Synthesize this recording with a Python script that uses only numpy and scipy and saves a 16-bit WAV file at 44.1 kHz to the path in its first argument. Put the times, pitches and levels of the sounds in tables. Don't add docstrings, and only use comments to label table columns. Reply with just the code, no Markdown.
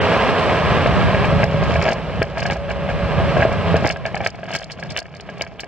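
import sys
import numpy as np
from scipy import signal
from scipy.fft import rfft, irfft
from scipy.io import wavfile
from scipy.ndimage import uniform_filter1d, minimum_filter1d, map_coordinates

SR = 44100
rng = np.random.default_rng(int(sys.argv[2]) if len(sys.argv) > 2 else 0)


def to_wav(s):
    ch = np.atleast_2d(s).T
    pcm = np.round(np.clip(ch, -1, 1) * 32767)
    wavfile.write(sys.argv[1], SR, pcm.astype(np.int16))


N = 250047
TIME = np.arange(N) / SR
EVENT_SIZE, EVENT_LEAD = 4096, 256

# time in seconds, relative whir and rumble levels in dB.
RUN_LEVELS = [(0.0, -17, -29), (0.39, -18, -26), (0.93, -19, -20.5), (1.22, -20, -18), (1.47, -22, -20),
              (1.66, -20.5, -21), (1.78, -23, -21.5), (1.93, -29.5, -33), (2.19, -28, -27.5),
              (2.79, -28.5, -29.5), (3.3, -21, -20), (3.66, -22, -21.5), (3.74, -20.5, -17),
              (3.87, -30.5, -29.5), (4.47, -36, -36), (5.12, -39, -37), (5.32, -37.5, -36.5),
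              (5.67, -41, -44)]
# time in seconds, level in dB.
DEEP_LEVELS = [(0, -33), (.4, -39), (.7, -26.5), (1.8, -26.5), (1.97, -36.5), (2.7, -34.5), (3.0, -30),
               (3.5, -33.5), (3.85, -45), (4.6, -52), (5.67, -52)]
# time in seconds, motor hum in dB, inverter whine in dB.
DRIVE_LEVELS = [(0, -22, -59), (.7, -48, -62), (1.35, -24, -68.5), (1.8, -25.5, -75), (2.1, -38.5, -76),
                (2.6, -29.5, -71), (2.95, -27.5, -75), (3.4, -24, -64), (4.1, -41, -91), (5.67, -89, -93)]
# pitch in Hz, level against the whine in dB.
INVERTER_TONES = [(5912, 5.5), (6002, 3.5), (8010, 1)]
# start in seconds, clunk peak in dB, boom peak in dB.
ROLLER_BUMPS = [(0.859, -4, -23), (1.324, -10, -7.5), (1.4, -12, -16), (1.543, -10, -9.5),
                (1.698, -13, -23), (2.195, -32, -12), (2.217, -3, -23), (3.199, -9.5, -24),
                (3.371, -4, -27), (3.391, -9, -17), (3.4505, -1, -36), (3.4925, -10, -26), (3.742, 6, -8),
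                (3.823, -13, -10), (3.8486, -7, -12.5), (4.209, -21, -21), (4.262, -25, -24),
                (5.411, -24, -34)]
# start in seconds, level in dB, hardness (relative snap level) in dB,
# relative knock level in dB, drag in milliseconds.
DECK_SLIPS = [(.862, -22, -17, 5, 3.6), (1.146, -21, -24, 1, 1.1), (1.2441, -19.5, -20, 2, 3.8),
              (1.4309, -18.5, -12.5, 5, 0.69), (1.435, -23, -28, 3, 1.6), (1.7563, -20.5, -20, 5.5, 2.7),
              (1.815, -23, -8, -14, 4.5), (1.8445, -38, -9, 5, 2.7), (1.854, -33.5, -23, 14.5, 2.7),
              (1.8628, -28, -20, 11, 4), (1.886, -19.5, -31, 6, 1.3), (1.905, -31, -12, 6, 7.4),
              (1.921, -25, -7.5, 8.5, 4.8), (2.2185, -18, -10, 1, 0.54), (2.223, -27, -31, 2, 0.56),
              (2.3726, -25.5, -9.5, 4, 9.3), (2.394, -27.5, -4.5, -2, 4.8), (2.4203, -27, -10, -2, 6.2),
              (2.4551, -20, -12, 1, 6.6), (2.4999, -23.5, -10, 3, 1.7), (2.511, -31.5, -8, 7, 3),
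              (2.522, -26, -9.5, -2, 8.1), (2.558, -32.5, -15, 9, 5), (2.6903, -32, -10, 9.5, 5),
              (2.7057, -24, -16.5, 1.5, 6), (2.8893, -29, -15, 7, 8.1), (2.902, -30.5, -17, 8, 7),
              (3.3672, -26.5, -15, 14, 3.5), (3.404, -26, -15, 6, 3), (3.421, -17, -27, 0, 1),
              (3.427, -18.5, -26, 3, 2.4), (3.517, -26.5, -14, 2, 5.7), (3.757, -21.5, -12.5, 5.5, 4),
              (3.8638, -20.5, -7, 0, 3.1), (3.882, -24.5, -6, 0, 2.2), (3.901, -19.5, -11.5, -3.5, 2.8),
              (3.913, -34.5, 0.5, -4, 6), (3.9605, -29, -20, -3, 1.7), (4.0536, -22, -11.5, 1.5, 1.6),
              (4.0634, -27, -17, 3, 16), (4.1448, -26, -10, 5.5, 1.2), (4.166, -25, -15, -0.5, 4.5),
              (4.2049, -27, -21, 6, 3.3), (4.221, -35, -18, 5, 7.3), (4.2394, -28.5, -3.5, 1, 15),
              (4.2626, -15.5, -11, -6, 1.9), (4.293, -50.5, 10, -8, 2.8), (4.3464, -40, -10, 8, 3.7),
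              (4.388, -42, -13, 9, 3), (4.4312, -33, -15, 8, 1.6), (4.4553, -39, -12, -10, 3),
              (4.481, -34.5, -13, 3, 6), (4.506, -31.5, -6, 6, 7), (4.5279, -27, -4, -13, 7),
              (4.542, -33, 5, 0, 4.3), (4.5498, -23, -7, -4, 1.6), (4.5535, -24.5, -3.5, -5.5, 5.3),
              (4.578, -38.5, 2.5, -3, 4.6), (4.597, -40.5, -2, 4, 5.8), (4.6166, -35.5, -7.5, 5, 4),
              (4.633, -38.5, 2, 0, 2.4), (4.6993, -33, -11.5, -17, 2.9), (4.709, -39, 7, -20, 8.8),
              (4.789, -38, -3, 8, 10), (4.8266, -27, -14, -3.5, 1.5), (4.8594, -43, -9, 6, 5),
              (4.895, -41.5, 8, -5, 6.2), (4.91, -38, 1, -16, 4.2), (4.9492, -40, -17, -3, 3),
              (4.9642, -22.5, -3.5, -8, 2.1), (4.9795, -26.5, 0, -2.5, 3.4), (4.9915, -38, 3, -10, 2.1),
              (5.018, -39, -10, 5, 2.2), (5.0554, -38.5, -18, -2, 2), (5.1402, -41, -5, -2, 1.8),
              (5.157, -44, -1, 3, 4.6), (5.199, -40.5, 2, -12, 2.9), (5.29, -32.5, -15, 0, 5.6),
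              (5.3718, -45, -5, -11, 6), (5.4105, -23, -2.5, -3, 2.3), (5.4385, -36.5, -12, 1, 2.6),
              (5.4657, -36, -17, -0.5, 3.5), (5.5954, -31, 1.5, -6, 7.1), (5.634, -33, -15, 1.5, 1.1)]
# hardness in dB, ring pitch in Hz.
RING_BY_HARDNESS = [(-22.5, 1730), (-10.5, 1690), (-5, 2200), (-2.5, 5400), (3, 3050)]
# release and build-up in seconds, creak level in dB,
# duck depth of the rolling noise in dB.
DECK_STRAINS = [(1.436, 0.077, -42.5, 4.5), (1.917, 0.26, -21.5, -1), (2.219, 0.1, -45, 6.5),
                (2.522, 0.13, -25.5, 3.5), (3.439, 0.099, -36, 3.5), (3.884, 0.085, -20.5, 3),
                (4.264, 0.042, -23, 7), (4.56, 0.077, -33, 12), (4.72, 0.15, -42, -0.5),
                (4.987, 0.14, -33.5, 10.5), (5.42, 0.033, -32, 5)]
# centre and width in Hz, lift when rolled on and when struck in dB.
PANEL_MODES = [(58, 4.2, 6.5, 0.5), (85.7, 7, 9.5, 12.5), (108.4, 5.4, 6.5, 9.5), (157.5, 79, 5.5, 10.5),
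               (418.5, 19, 6.5, -1), (602, 140, 5.5, 4), (667, 53, 7, 9.5), (803, 58, 2, 6.5),
               (1038, 4.8, 9, 5), (1290, 100, 3.5, 6.5), (1633, 59, 8, 11), (2280, 130, 1.5, 9.5),
               (2730, 620, 3, 3), (4420, 78, -9.5, 8), (4770, 100, -0.5, 7), (5260, 210, 4, 9.5),
               (8100, 380, 6.5, -3)]
# frequency in Hz, relative spectral density in dB.
ROLL_SPECTRUM = [(22, -38.5), (52, -4.5), (170, 1), (290, -9.5), (470, -4.5), (800, -8), (1150, -5.5),
                 (1450, -14), (3000, -21), (3900, -26.5), (6000, -44.5), (8500, -54), (10000, -70),
                 (12000, -61.5), (13500, -84.5), (15500, -79.5)]
THUD_SPECTRUM = [(30, -29), (90, 7.5), (280, 0), (420, 1), (600, 0), (900, -15.5), (1500, -15.5),
                 (3000, -39), (7000, -70), (15000, -110)]
CLICK_SPECTRUM = [(80, -9), (280, -10.5), (650, 7.5), (1080, -4), (1600, 9), (3000, 7), (3900, -13.5),
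                  (5200, -23), (7000, -25.5), (9000, -35.5), (10500, -47.5), (13000, -59), (15000, -62.5)]
CREAK_SPECTRUM = [(80, -20.5), (280, -5.5), (650, -4), (1080, -8.5), (1600, -13.5), (3000, -12.5),
                  (3900, -22), (5200, -29.5), (7000, -30.5), (9000, -51.5), (10500, -54), (15000, -76)]
# frequency in Hz, side against mid in dB.
STEREO_WIDTH = [(35, -15), (60, -8), (100, -31.5), (150, 2.5), (220, -3.5), (350, -10), (620, -16),
                (1200, -15), (2000, -13.5), (2900, -23.5), (3700, -6.5), (4400, 2), (8000, 0.5),
                (15000, -3)]


def undb(db):
    return 10 ** (np.asarray(db) / 20)


def unit(x):
    return x / np.sqrt(np.mean(x ** 2))


def curves(table):
    times, *columns = np.transpose(table)
    return [np.interp(TIME, times, column) for column in columns]


def wander(rate_hz):
    knots = rng.standard_normal(2048)
    return unit(map_coordinates(knots, [TIME * rate_hz], order=3, mode="wrap"))


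def bins(size):
    return np.maximum(np.arange(size // 2 + 1) * SR / size, 1)


def gain_at(points, f):
    hz, db = np.transpose(points)
    return undb(np.interp(np.log(f), np.log(hz), db))


def split(spectrum, edges_hz, size):
    f = bins(size)
    below = [0] + [1 / (1 + (f / hz) ** 12) for hz in edges_hz] + [1]
    return [irfft(spectrum * (hi - lo), size) for lo, hi in zip(below, below[1:])]


def ring_panels(push, tone, rolling=False):
    size = push.shape[-1]
    f = bins(size)
    lift = 0
    for hz, width_hz, rolled_db, struck_db in PANEL_MODES:
        extra_power = undb(rolled_db if rolling else struck_db) ** 2 - 1
        lift = lift + extra_power / (1 + (2 * (f - hz) / width_hz) ** 2)
    cepstrum = irfft(np.log(gain_at(tone, f)) + .5 * np.log(np.maximum(1 + lift, .5)), size)
    response = np.exp(rfft(np.r_[cepstrum[0], 2 * cepstrum[1:size // 2]], size))
    mid, side = rfft(push) * response
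    side = side * gain_at(STEREO_WIDTH, f)
    return np.array([mid + side, mid - side])


def local_ring(hz, db, width_hz=220):
    return 1 + undb(db) / (1 + 2j * (bins(EVENT_SIZE) - hz) / width_hz)


def grains(per_s, spread_db):
    hit = rng.random(N) < per_s / SR
    return hit * undb(spread_db * rng.standard_normal(N).clip(-2, 2)) * rng.standard_normal((2, N))


def contacts(count, scrape, scrape_s, rattle, rattle_s):
    t = (np.arange(EVENT_SIZE) - EVENT_LEAD) / SR
    chatter = rng.standard_normal((count, 2, EVENT_SIZE)).transpose(1, 0, 2)
    ragged_db = 4 * rng.standard_normal((count, EVENT_SIZE // 128)).clip(-2, 1.5)
    rattling = undb(np.repeat(ragged_db, 128, axis=1)) * (t >= 0) * np.exp(-np.abs(t) / rattle_s)
    dragging = np.exp(-np.abs(t) / (scrape_s * np.where(t < 0, .41, 1)))
    push = chatter * (scrape * dragging + rattle * rattling)
    push[..., EVENT_LEAD] += 1
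    return push


def place(times, sounds):
    corners = (0, EVENT_LEAD // 2, EVENT_SIZE - 4 * EVENT_LEAD, EVENT_SIZE - 1)
    fade = np.sin(np.pi / 2 * np.interp(np.arange(EVENT_SIZE), corners, (0, 1, 1, 0))) ** 2
    out = np.zeros((2, N + 2 * EVENT_SIZE))
    for k, time_s in enumerate(times):
        start = max(int(time_s * SR) - EVENT_LEAD, 0)
        out[:, start:start + EVENT_SIZE] += fade * sounds[:, k]
    return out[:, :N]


def rollers(duck_db):
    run_db, rumble_db = curves(RUN_LEVELS)
    deep_db, = curves(DEEP_LEVELS)
    push = unit(grains(per_s=1500, spread_db=-1.0)) + undb(3.5) * rng.standard_normal((2, N))
    shaking = ring_panels(push, ROLL_SPECTRUM, rolling=True)
    deep, rumble, whir, rush, hiss = split(shaking, edges_hz=(74, 205, 900, 1600), size=N)
    whir_db = run_db - duck_db + .51 * wander(45)
    full_run_db = -19.5
    above_full_db = run_db - duck_db - full_run_db
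    return (unit(deep) * undb(deep_db)
            + unit(rumble) * undb(rumble_db + 1 - .61 * duck_db + wander(9))
            + unit(whir) * undb(whir_db - 1.5)
            + unit(rush) * undb(whir_db - 7 + .29 * above_full_db)
            + unit(hiss) * undb(whir_db - 7.5 + .14 * above_full_db))


def drive(hum_hz=562.5):
    hum_db, whine_db = curves(DRIVE_LEVELS)
    cycles = np.cumsum(hum_hz * (1 + .0075 * wander(40))) / SR
    out = np.sin(2 * np.pi * cycles) * undb(hum_db + 2 * wander(25))
    for hz, db in INVERTER_TONES:
        stereo_hz = hz + 6 * np.array([wander(30), wander(30)])
        phase = 2 * np.pi * np.cumsum(stereo_hz, axis=1) / SR
        out = out + np.sin(phase) * undb(whine_db + db + 2 * wander(25))
    return out


def thuds():
    start_s, clunk_db, boom_db = np.transpose(ROLLER_BUMPS)
    push = contacts(len(start_s), scrape=.06, scrape_s=.005, rattle=.012, rattle_s=.011)
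    struck = ring_panels(push, THUD_SPECTRUM) * local_ring(hz=620, db=-2.5)
    boom, clunk = split(struck, edges_hz=(280,), size=EVENT_SIZE)
    sounds = 0
    for part, peak_db in ((clunk, clunk_db), (boom, boom_db)):
        peak = np.abs(part).max(axis=(0, 2))
        sounds = sounds + part * (undb(peak_db) / peak)[:, None]
    return place(start_s + .00074, sounds)


def clicks(spit_from_db=-31.5):
    start_s, db, hardness_db, knock_db, drag_ms = np.transpose(DECK_SLIPS)
    count = len(start_s)
    ring_hz = np.interp(hardness_db, *np.transpose(RING_BY_HARDNESS))
    ring_hz *= 1 + .04 * rng.standard_normal(count)
    drag_s = drag_ms[:, None] / 1000
    slow = contacts(count, scrape=.2, scrape_s=drag_s, rattle=.085, rattle_s=.009)
    quick = contacts(count, scrape=.26, scrape_s=drag_s, rattle=.022, rattle_s=.0036)
    instant = contacts(count, scrape=.4, scrape_s=.0014, rattle=.02, rattle_s=.006)
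    ringing = ring_panels(slow, CLICK_SPECTRUM) * local_ring(ring_hz[:, None], db=2.5)
    edges_hz = (1100, 3700, 12500)
    knock, click, _, _ = split(ringing, edges_hz, EVENT_SIZE)
    snap = split(ring_panels(quick, CLICK_SPECTRUM), edges_hz, EVENT_SIZE)[2]
    spit = split(ring_panels(instant, CLICK_SPECTRUM), edges_hz, EVENT_SIZE)[3]
    snap_db = db + hardness_db
    spit_db = snap_db + np.interp(snap_db - spit_from_db, (-2, 2), (-46, -22))
    parts = ((knock, db + knock_db + .5), (click, db + .5), (snap, snap_db + 2), (spit, spit_db))
    sounds = 0
    for part, part_db in parts:
        strength = np.sqrt((part ** 2).sum(-1).mean(0) / (.008 * SR))
        sounds = sounds + part * (undb(part_db) / strength)[:, None]
    return place(start_s + .0004, sounds)


def strain(let_go_s=.012, recover_s=.2):
    creak_gain, duck_db = 0, 0
    for release_s, build_s, creak_db, depth_db in DECK_STRAINS:
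        before, after = np.maximum(release_s - TIME, 0), np.maximum(TIME - release_s, 0)
        held = np.exp(-after / let_go_s)
        creak_gain = creak_gain + undb(creak_db) * np.exp(-before / build_s) * held
        duck_db = duck_db + depth_db * (1 - held) * np.exp(-(after / recover_s) ** 2)
    return creak_gain, duck_db


def ticks(per_s, spread_db, scrape_s=.0015):
    slips = np.abs(grains(per_s, spread_db)[0])
    envelope = signal.lfilter([1], [1, -np.exp(-1 / (scrape_s * SR))], slips)
    scrapes = envelope * rng.standard_normal((2, N))
    return unit(irfft(ring_panels(scrapes, CREAK_SPECTRUM), N))


def creaks(creak_gain):
    rubbing = ring_panels(rng.standard_normal((2, N)), CREAK_SPECTRUM)
    groan = split(rubbing, edges_hz=(480, 850), size=N)[1]
    strained = ticks(per_s=320, spread_db=2.5) + unit(groan) * undb(-6.5 + 1.3 * wander(45))
    settling = ticks(per_s=800, spread_db=0)
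    return strained * creak_gain + settling * undb(-47)


def tower(x, t60_s, wet_db):
    t = TIME[:SR]
    envelope = np.exp(-np.log(1000) * t / t60_s) * (1 - np.exp(-t / .012))
    tail = rng.standard_normal((2, SR)) * envelope
    tail = signal.sosfilt(signal.butter(1, 3500, fs=SR, output="sos"), tail)
    return undb(wet_db) * signal.fftconvolve(x, unit(tail) / np.sqrt(SR), axes=1)[:, :N]


def limiter(x, ceiling=.92):
    size = int(.004 * SR)
    gain = minimum_filter1d(ceiling / np.maximum(np.abs(x).max(axis=0), ceiling), 2 * size)
    return x * uniform_filter1d(uniform_filter1d(gain, size), size)


def scene():
    creak_gain, duck_db = strain()
    gear = (rollers(duck_db) + drive() + thuds()) * undb([[-.6], [.6]])
    near = gear + clicks() + creaks(creak_gain)
    return near + tower(near, t60_s=1.0, wet_db=-48)


def record(dry):
    treble_hz, top_hz = 3800, 15800
    treble_lag_s, left_lag_s = .00998, .000035
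    size = N + EVENT_SIZE + 1
    f = bins(size)
    faded_in = dry * np.sin(np.pi / 2 * np.minimum(TIME / .002, 1)) ** 2
    low_share = 1 / (1 + (f / treble_hz) ** 24)
    prompt = low_share * np.exp(-2j * np.pi * f * np.array([[left_lag_s], [0]]))
    late = (1 - low_share) * np.exp(-2j * np.pi * f * treble_lag_s)
    out = irfft(rfft(limiter(faded_in), size) * (prompt + late), size)[:, :N]
    return signal.sosfilt(signal.ellip(10, .2, 80, top_hz, fs=SR, output="sos"), out)


dry = scene()
out = record(dry)
to_wav(out)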